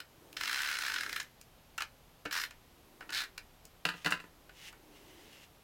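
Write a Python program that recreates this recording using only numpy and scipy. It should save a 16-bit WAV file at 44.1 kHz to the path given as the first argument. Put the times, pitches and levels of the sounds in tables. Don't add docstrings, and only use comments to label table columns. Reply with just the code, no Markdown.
import sys
import numpy as np
from scipy import signal
from scipy.fft import rfft, irfft
from scipy.io import wavfile
from scipy.ndimage import uniform_filter1d

SR = 44100
rng = np.random.default_rng(int(sys.argv[2]) if len(sys.argv) > 2 else 0)


def wrap_up_sound(samples):
    columns = np.atleast_2d(samples).T
    tamed = np.clip(columns, -1, 1)
    steps = np.round(tamed * 32767).astype(np.int16)
    wavfile.write(sys.argv[1], SR, steps)


N = 248679
TIME = np.arange(N) / SR
AGE = TIME[:SR // 4]


def undb(db):
    return 10 ** (np.asarray(db) / 20)


def unit(x):
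    return x / np.sqrt(np.sum(x ** 2))


def swell(curve):
    s, db = np.transpose(curve)
    return undb(np.interp(TIME, s, db, left=0, right=0))


def add(out, s, sound):
    start = max(int(s * SR), 0)
    out[start:start + len(sound)] += sound[:N - start]


def through(x, response):
    return signal.fftconvolve(x, response)[:len(x)]


def colour(points, tilt_db=0, size=1024):
    hz, db = np.transpose(points)
    octave = np.log2(np.maximum(np.fft.rfftfreq(size, 1 / SR), 10))
    level = np.interp(octave, np.log2(hz), db + tilt_db * np.log2(hz))
    cepstrum = irfft(np.log(undb(level)))
    cepstrum[1:size // 2] *= 2
    cepstrum[size // 2 + 1:] = 0
    return unit(irfft(np.exp(rfft(cepstrum))))


def noise(points):
    return through(rng.standard_normal(N), colour(points, size=8192))


def fade(t60):
    return np.exp(-np.log(1000) * AGE / t60)


def burst(t60):
    spectrum = rfft(rng.standard_normal(len(AGE)) * fade(t60))
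    local = np.sqrt(uniform_filter1d(np.abs(spectrum) ** 2, size=150))
    return unit(irfft(spectrum / local, len(AGE)) * (AGE < t60))


MODE_SCATTER_DB = 4


def ring(modes, tilt_db=0):
    hz, db, t60 = np.transpose(modes)[:, :, None]
    db = db + MODE_SCATTER_DB * rng.random(hz.shape) + tilt_db * np.log2(hz)
    sign = np.cos(np.pi * np.arange(len(modes)))[:, None]
    partials = sign * undb(db) * fade(t60) * np.sin(2 * np.pi * hz * AGE)
    return unit(np.sum(partials, axis=0))


def grains(rate, scatter_db):
    snaps = rng.random(N) < rate / SR
    size = rng.choice([-1, 1], N) * undb(scatter_db * rng.uniform(-1.7, 1, N))
    return unit(snaps * size) * np.sqrt(N)


# f/Hz, relative level/dB
ROOM_COLOUR = [(12, -40), (20, 2.5), (70, -5), (157, -6.5), (202, -12), (232, -8), (306, -13), (519, -12),
               (631, -13), (767, -12.5), (1820, -20.5), (3000, -20), (9390, -30), (12100, -25.5),
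               (15500, -32)]
# f/Hz, rms level/dB
TONES = [(167, -80), (11725, -81), (14675, -90)]


def background(noise_db=-61.5):
    tones = sum(np.sqrt(2) * undb(db) * np.sin(2 * np.pi * hz * TIME) for hz, db in TONES)
    return undb(noise_db) * noise(ROOM_COLOUR) + tones


def room(x, wet_db=-9, t60=0.14, treble_t60=0.093, split_hz=4500, first_s=0.0069):
    scatter = rng.standard_normal(len(AGE))
    low = signal.sosfilt(signal.butter(1, split_hz, fs=SR, output="sos"), scatter)
    high = scatter - low
    tail = (low * fade(t60) + 0.85 * high * fade(treble_t60)) * (AGE > first_s)
    return x + undb(wet_db) * through(x, unit(tail))


FLUTTER_PER_S, FLUTTER_DB = 30, 2.2


def flutter():
    steps = rng.standard_normal(int(TIME[-1] * FLUTTER_PER_S) + 2)
    return undb(FLUTTER_DB * np.interp(TIME * FLUTTER_PER_S, np.arange(len(steps)), steps))


CARD_ATTACK_S, CARD_RELEASE_S = 0.026, 0.0096
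# f/Hz, relative level/dB
CARD_COLOUR = [(530, -53), (900, -11), (1180, -16.5), (2000, -0.5), (2390, -6.5), (2790, 2), (3780, -7),
               (5990, -9.5), (8630, -15.5), (15000, -21)]
RUB_COLOUR = [(120, -34.5), (250, -3), (320, 2), (430, -3), (600, -9.5), (1200, -15.5), (3000, -26)]
# start t/s, length t/s, relative starting level/dB, growth level/dB
SLIDES = [(3.952, 0.08, -59.5, 4), (4.569, 0.12, -59, 10.5), (4.918, 0.525, -64.5, 5.5)]
# height t/s, half length t/s, relative level/dB
BRUSHES = [(0.334, 0.2, -58), (1.057, 0.13, -55.5), (3.024, 0.29, -61), (4.438, 0.24, -68.5),
           (5.09, 0.33, -58.5)]


def sliding(card_db=-1, rub_db=-3):
    hiss = through(grains(6000, scatter_db=5), colour(CARD_COLOUR))
    drag = 0
    for s, length, db, growth_db in SLIDES:
        before = np.minimum(TIME - s, 0)
        after = np.maximum(TIME - s - length, 0)
        edges = np.exp(before / CARD_ATTACK_S - after / CARD_RELEASE_S)
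        drag = drag + edges * undb(db + growth_db * np.clip((TIME - s) / length, 0, 1))
    brush = sum(undb(db) * np.exp(-((TIME - s) / half) ** 2) for s, half, db in BRUSHES)
    return undb(card_db) * drag * flutter() * hiss + undb(rub_db) * brush * noise(RUB_COLOUR)


TABLE_LOWEST_HZ = 130
# f/Hz, relative level/dB, t60 before further damping t/s
TABLE_MODES = [(153, 1, 0.063), (170, 6.5, 0.24), (300.5, -4, 0.21), (443, 6, 0.044), (477, -0.5, 0.16),
               (511, -3.5, 0.14), (660, 8, 0.036), (748, 3.5, 0.077)]


def table_ring(t60, tilt_db):
    radiation = signal.butter(4, TABLE_LOWEST_HZ, "highpass", fs=SR, output="sos")
    return unit(signal.sosfilt(radiation, ring(TABLE_MODES, tilt_db=tilt_db) * fade(t60)))


def blow(points, bright_db, t60, rise_s):
    contact = burst(t60) * (1 - np.exp(-AGE / rise_s))
    return unit(through(contact, colour(points, bright_db)))


# f/Hz, relative level/dB, t60 t/s
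CASE_MODES = [(1330, -3, 0.069), (1524, 6, 0.091), (1493, 5.5, 0.017), (1740, 6, 0.076), (1750, -24, 0.16),
              (2090, -14, 0.28), (1888, -2.5, 0.26), (2234, -1, 0.14), (2810, 6.5, 0.032), (2850, 1, 0.029),
              (3650, -16, 0.13), (3820, -17, 0.18), (4110, 2, 0.091), (5280, 2, 0.054)]
# f/Hz, relative level/dB
TAP_COLOUR = [(240, -52), (400, -22), (1020, -4.5), (1210, -3), (1470, 6), (1820, -9), (2740, -2),
              (3550, -13.5), (4460, -10.5), (7930, -26), (15000, -34)]
SNAP_COLOUR = [(2000, -19), (5000, -3.5), (7500, -1), (11000, -8), (15500, -10.5)]
PRESS_COLOUR = [(25, 11), (70, 5.5), (130, 5), (300, 11), (1000, -60)]
# t/s, relative levels of case, table thud and snap level/dB, brightness/(dB an octave)
TAPS = [(0.002, -31, -66, -71, 4.5), (0.328, -39.5, -72, -57, 9), (1.413, -48, -69, -52, 6.5),
        (1.779, -26.5, -68, -43.5, 0.5), (1.782, -25.5, -66, -51, 3), (1.806, -22.5, -65, -47, -0.5),
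        (1.82, -22.5, -63, -58, 3), (2.253, -29.5, -40.5, -53, -4), (2.257, -26, -57, -68, 0),
        (2.508, -38.5, -71, -57, 2.5), (3.007, -32.5, -58, -63, -2.5), (3.023, -39, -65, -69, -3.5),
        (3.092, -31, -65, -72, -0.5), (3.104, -33, -59, -52, 5), (3.378, -29, -62, -63, 5.5),
        (3.653, -51, -63, -51.5, 6), (4.493, -40.5, -62.5, -74, -1), (4.727, -42, -74, -60.5, -3)]


def taps(case_db=14, thud_db=26, snap_db=24, ring_db=-6, contact_t60=0.027, snap_t60=0.014,
         press_db=-7, halving_db=6):
    out = np.zeros(N)
    for s, db, thud, snap, bright_db in TAPS:
        t60 = contact_t60 / 2 ** (bright_db / halving_db)
        knock = blow(TAP_COLOUR, bright_db, t60, rise_s=0.0016)
        shell = knock + undb(ring_db - bright_db) * ring(CASE_MODES, tilt_db=bright_db - 6.5)
        table = unit(through(table_ring(t60=0.35, tilt_db=1.5), colour(RUB_COLOUR)))
        press = through(burst(0.048), colour(PRESS_COLOUR, size=4096))
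        table = table + undb(press_db) * press
        edge = through(burst(snap_t60), colour(SNAP_COLOUR))
        sound = undb(db + case_db) * unit(shell)
        sound = sound + undb(thud + thud_db) * table + undb(snap + snap_db) * edge
        add(out, s, sound)
    return out


TICK_T60 = .004
BOUNCE_COUNT, BOUNCE_GAP_S = 4, .021
FIRST_BOUNCE_DB, BOUNCE_LOSS_DB = -20, 2.5


def bounces(sound):
    out, s = np.zeros(N), 0
    add(out, s, sound)
    for k in range(BOUNCE_COUNT):
        s += BOUNCE_GAP_S * rng.uniform(.5, 1.5)
        add(out, s, undb(FIRST_BOUNCE_DB - k * BOUNCE_LOSS_DB) * through(sound, burst(TICK_T60)))
    return out[:len(sound)]


# f/Hz, relative level/dB, t60 t/s
RESTING_MODES = [(1014, 2, 0.13), (1230, -3, 0.26), (1355, 2, 0.1), (1420, -3, 0.14), (1459, 8.5, 0.085),
                 (1650, -4, 0.18), (1740, 0, 0.063), (1710, -2, 0.13), (1965, 15, 0.037),
                 (2530, 2.5, 0.094), (2786, 6, 0.087), (2936, 7, 0.05), (4560, -13, 0.27)]
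# f/Hz, relative level/dB
CLATTER_COLOUR = [(40, -63), (150, -23), (300, -14), (450, -14), (800, -15), (1020, -5), (1250, -4.5),
                  (1670, 2.5), (2200, -12), (2780, 1.5), (3200, -12), (4300, -8), (6000, -23.5),
                  (15000, -34)]
# t/s, relative levels of case, table thud and snap level/dB, brightness/(dB an octave)
CLATTER = [(3.852, -13.5, -37, -39, 1.5), (3.888, -18.5, -48, -44.5, -0.5), (3.939, -33, -50, -72, -1.5),
           (4.046, -23.5, -49, -54, 3.5), (4.053, -29, -42.5, -50, 2), (4.06, -14.5, -34.5, -43, 1.5),
           (4.069, -17.5, -53, -42, -2.5), (4.106, -28, -58, -34.5, 0), (4.111, -25.5, -62, -50, -7),
           (4.122, -13.5, -66, -53, -2.5), (4.129, -25, -45.5, -59, 2), (4.2, -33.5, -56, -55, -1.5),
           (4.24, -38, -61, -63, -7.5)]


def clatter(case_db=13, thud_db=27, snap_db=20, ring_db=-4, contact_t60=0.024, snap_t60=0.12):
    out = np.zeros(N)
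    for s, db, thud, snap, bright_db in CLATTER:
        knock = blow(CLATTER_COLOUR, bright_db, contact_t60, rise_s=0.00062)
        shell = knock + undb(ring_db) * ring(RESTING_MODES, tilt_db=bright_db)
        edge = through(burst(snap_t60), colour(SNAP_COLOUR))
        sound = undb(db + case_db) * bounces(unit(shell))
        sound = sound + undb(thud + thud_db) * table_ring(t60=1.0, tilt_db=-0.5)
        sound = sound + undb(snap + snap_db) * edge
        add(out, s, sound)
    return out


def hand_speed(curve):
    s, rate = np.transpose(curve)
    return np.interp(TIME, s, rate, left=0, right=0)


def passing(speed, per_tooth):
    return np.diff(np.ceil(np.cumsum(speed) * per_tooth / SR), prepend=0)


USUAL_TEETH_PER_S = 58


def by_speed(speed, doubling_db):
    return undb(doubling_db * np.log2(np.maximum(speed, 10) / USUAL_TEETH_PER_S)) * (speed > 0)


TICK_SCATTER_DB = 1.5


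def spool(speed, ticks_per_tooth=7.6, slow_rate=22):
    spacing = np.sqrt(SR / (ticks_per_tooth * np.maximum(speed, slow_rate)))
    size = undb(TICK_SCATTER_DB * rng.standard_normal(N)) * spacing
    return through(passing(speed, ticks_per_tooth) * size, burst(TICK_T60))


SIZZLE_DB_PER_DOUBLING, CRACKLE_DB_PER_DOUBLING = 3.5, 8.5
TIGHTEN_S, TIGHTEN_DB = 0.13, 9.5
HISS_DB, GRAIN_RATE = -7, 700
# f/Hz, relative level/dB
SIZZLE_COLOUR = [(1000, -13), (3000, -14), (6000, 9.5), (8500, 2.5), (11000, 4), (12800, 3.5),
                 (15000, -5.5)]
# f/Hz, relative level/dB
RATCHET_COLOUR = [(100, -58), (250, -42), (305, -46), (350, -31), (700, -21), (1000, -12.5), (1450, 2),
                  (2050, -3), (2450, -5.5), (3100, -6.5), (5100, -10), (6300, -14.5), (9000, -20.5),
                  (15000, -22.5)]
# t/s, level/dB
PRESSURE = [(0.37, 1), (0.48, 2.5), (0.67, -0.5), (0.76, -1.5), (0.9, 1.5), (1.02, 0.5), (1.07, -3),
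            (1.16, 2), (1.21, -2.5), (2.31, -1.5), (2.38, 0.5), (2.45, -0.5), (3.12, -5), (3.18, 2),
            (3.25, -2)]


def tape(speed, sizzle_db, crackle_db, span_hz, span_width, span_db, glue_db=-12, tight_tilt_db=9):
    ticks = spool(speed)
    stop_s = TIME[speed > 0][-1]
    tight = np.clip(1 - (stop_s - TIME) / TIGHTEN_S, 0, 1)
    top = through(ticks + undb(HISS_DB) * rng.standard_normal(N), colour(SIZZLE_COLOUR))
    bright_ticks = through(ticks, colour(SIZZLE_COLOUR, tight_tilt_db))
    top = top + undb(TIGHTEN_DB) * tight ** 2 * bright_ticks
    taut = unit(np.exp(-np.pi * span_width * AGE) * np.cos(2 * np.pi * span_hz * AGE))
    glue = through(grains(GRAIN_RATE, scatter_db=8), burst(0.0054))
    span = through(grains(GRAIN_RATE, scatter_db=7.0), taut)
    rip = through(glue, colour(RATCHET_COLOUR)) + undb(span_db) * span
    sizzle = undb(sizzle_db) * by_speed(speed, SIZZLE_DB_PER_DOUBLING) * top
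    tearing = by_speed(speed, CRACKLE_DB_PER_DOUBLING) * swell(PRESSURE)
    return sizzle + undb(crackle_db + glue_db) * tearing * rip


TOOTH_DB_PER_DOUBLING = -1.03
TOOTH_SCATTER_DB, TOOTH_COLOUR_DB = 1.4, 2.5
GRIP_DETUNE = .02
BUZZ_DB = -10


def ratchet(speed, tooth_db, gain_db=-29.5, contact_t60=0.016, rebound_s=.0026, rebound_db=0, ring_db=-5,
            buzz_t60=0.22, rise_s=0.0017, tilt_spread_db=0.74, table_db=-28):
    out = np.zeros(N)
    force = swell(PRESSURE) * by_speed(speed, TOOTH_DB_PER_DOUBLING)
    for i in np.flatnonzero(passing(speed, 1)):
        landing = np.interp(AGE - rebound_s, AGE, burst(contact_t60), left=0)
        contact = burst(contact_t60) + undb(rebound_db) * unit(landing)
        contact = contact + undb(BUZZ_DB) * burst(buzz_t60)
        contact = contact * (1 - np.exp(-AGE / rise_s))
        hz, colour_db = np.transpose(RATCHET_COLOUR)
        tooth = np.c_[hz, colour_db + TOOTH_COLOUR_DB * rng.standard_normal(len(hz))]
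        shell = colour(tooth, tilt_spread_db * rng.standard_normal())
        hum = unit(through(table_ring(t60=1.0, tilt_db=3), colour(RUB_COLOUR)))
        gripped = np.array(CASE_MODES) * [1 + GRIP_DETUNE * rng.uniform(-1.91, 1), 1, 1]
        click = unit(through(contact, shell)) + undb(ring_db) * ring(gripped, tilt_db=1.0)
        click = click + undb(table_db) * hum
        level = undb(tooth_db + TOOTH_SCATTER_DB * rng.standard_normal())
        add(out, i / SR, unit(click) * force[i] * level * rng.choice([-1, 1]))
    return out * undb(gain_db) * np.sqrt(len(AGE))


def stroke(curve, tooth_db, *tape_sound):
    speed = hand_speed(curve)
    return ratchet(speed, tooth_db) + tape(speed, *tape_sound)


# t/s, rate/(ratchet teeth a second)
LONG_SPEED = [(0.367, 8.693), (0.408, 38.72), (0.536, 64.656), (0.737, 77.992), (0.797, 42.783),
              (0.818, 78.035), (0.894, 52.932), (1.098, 29.186), (1.173, 29.392), (1.25, 0.0)]
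SECOND_SPEED = [(2.31, 60.549), (2.366, 96.205), (2.427, 44.441), (2.47, 0.0)]
THIRD_SPEED = [(3.122, 30.24), (3.136, 111.929), (3.234, 50.71), (3.26, 0.0)]
# relative levels of teeth, sizzle and crackle level/dB,
# resonance of the taut tape f/Hz, its width f/Hz, its relative level/dB
STROKES = [(-21.5, -55, -34, 4200, 960, -10), (-21.5, -55, -34, 5000, 1100, -4.5),
           (-23.5, -68, -35.5, 3980, 630, 3.5)]


def scene():
    speeds = (LONG_SPEED, SECOND_SPEED, THIRD_SPEED)
    runner = sum(stroke(curve, *row) for curve, row in zip(speeds, STROKES))
    return (room(runner + taps() + clatter() + sliding()) + background())[None]


TOP_HZ = 16100


def record(dry):
    return signal.sosfilt(signal.ellip(10, .2, 70, TOP_HZ, fs=SR, output="sos"), dry)


dry = scene()
out = record(dry)
wrap_up_sound(out)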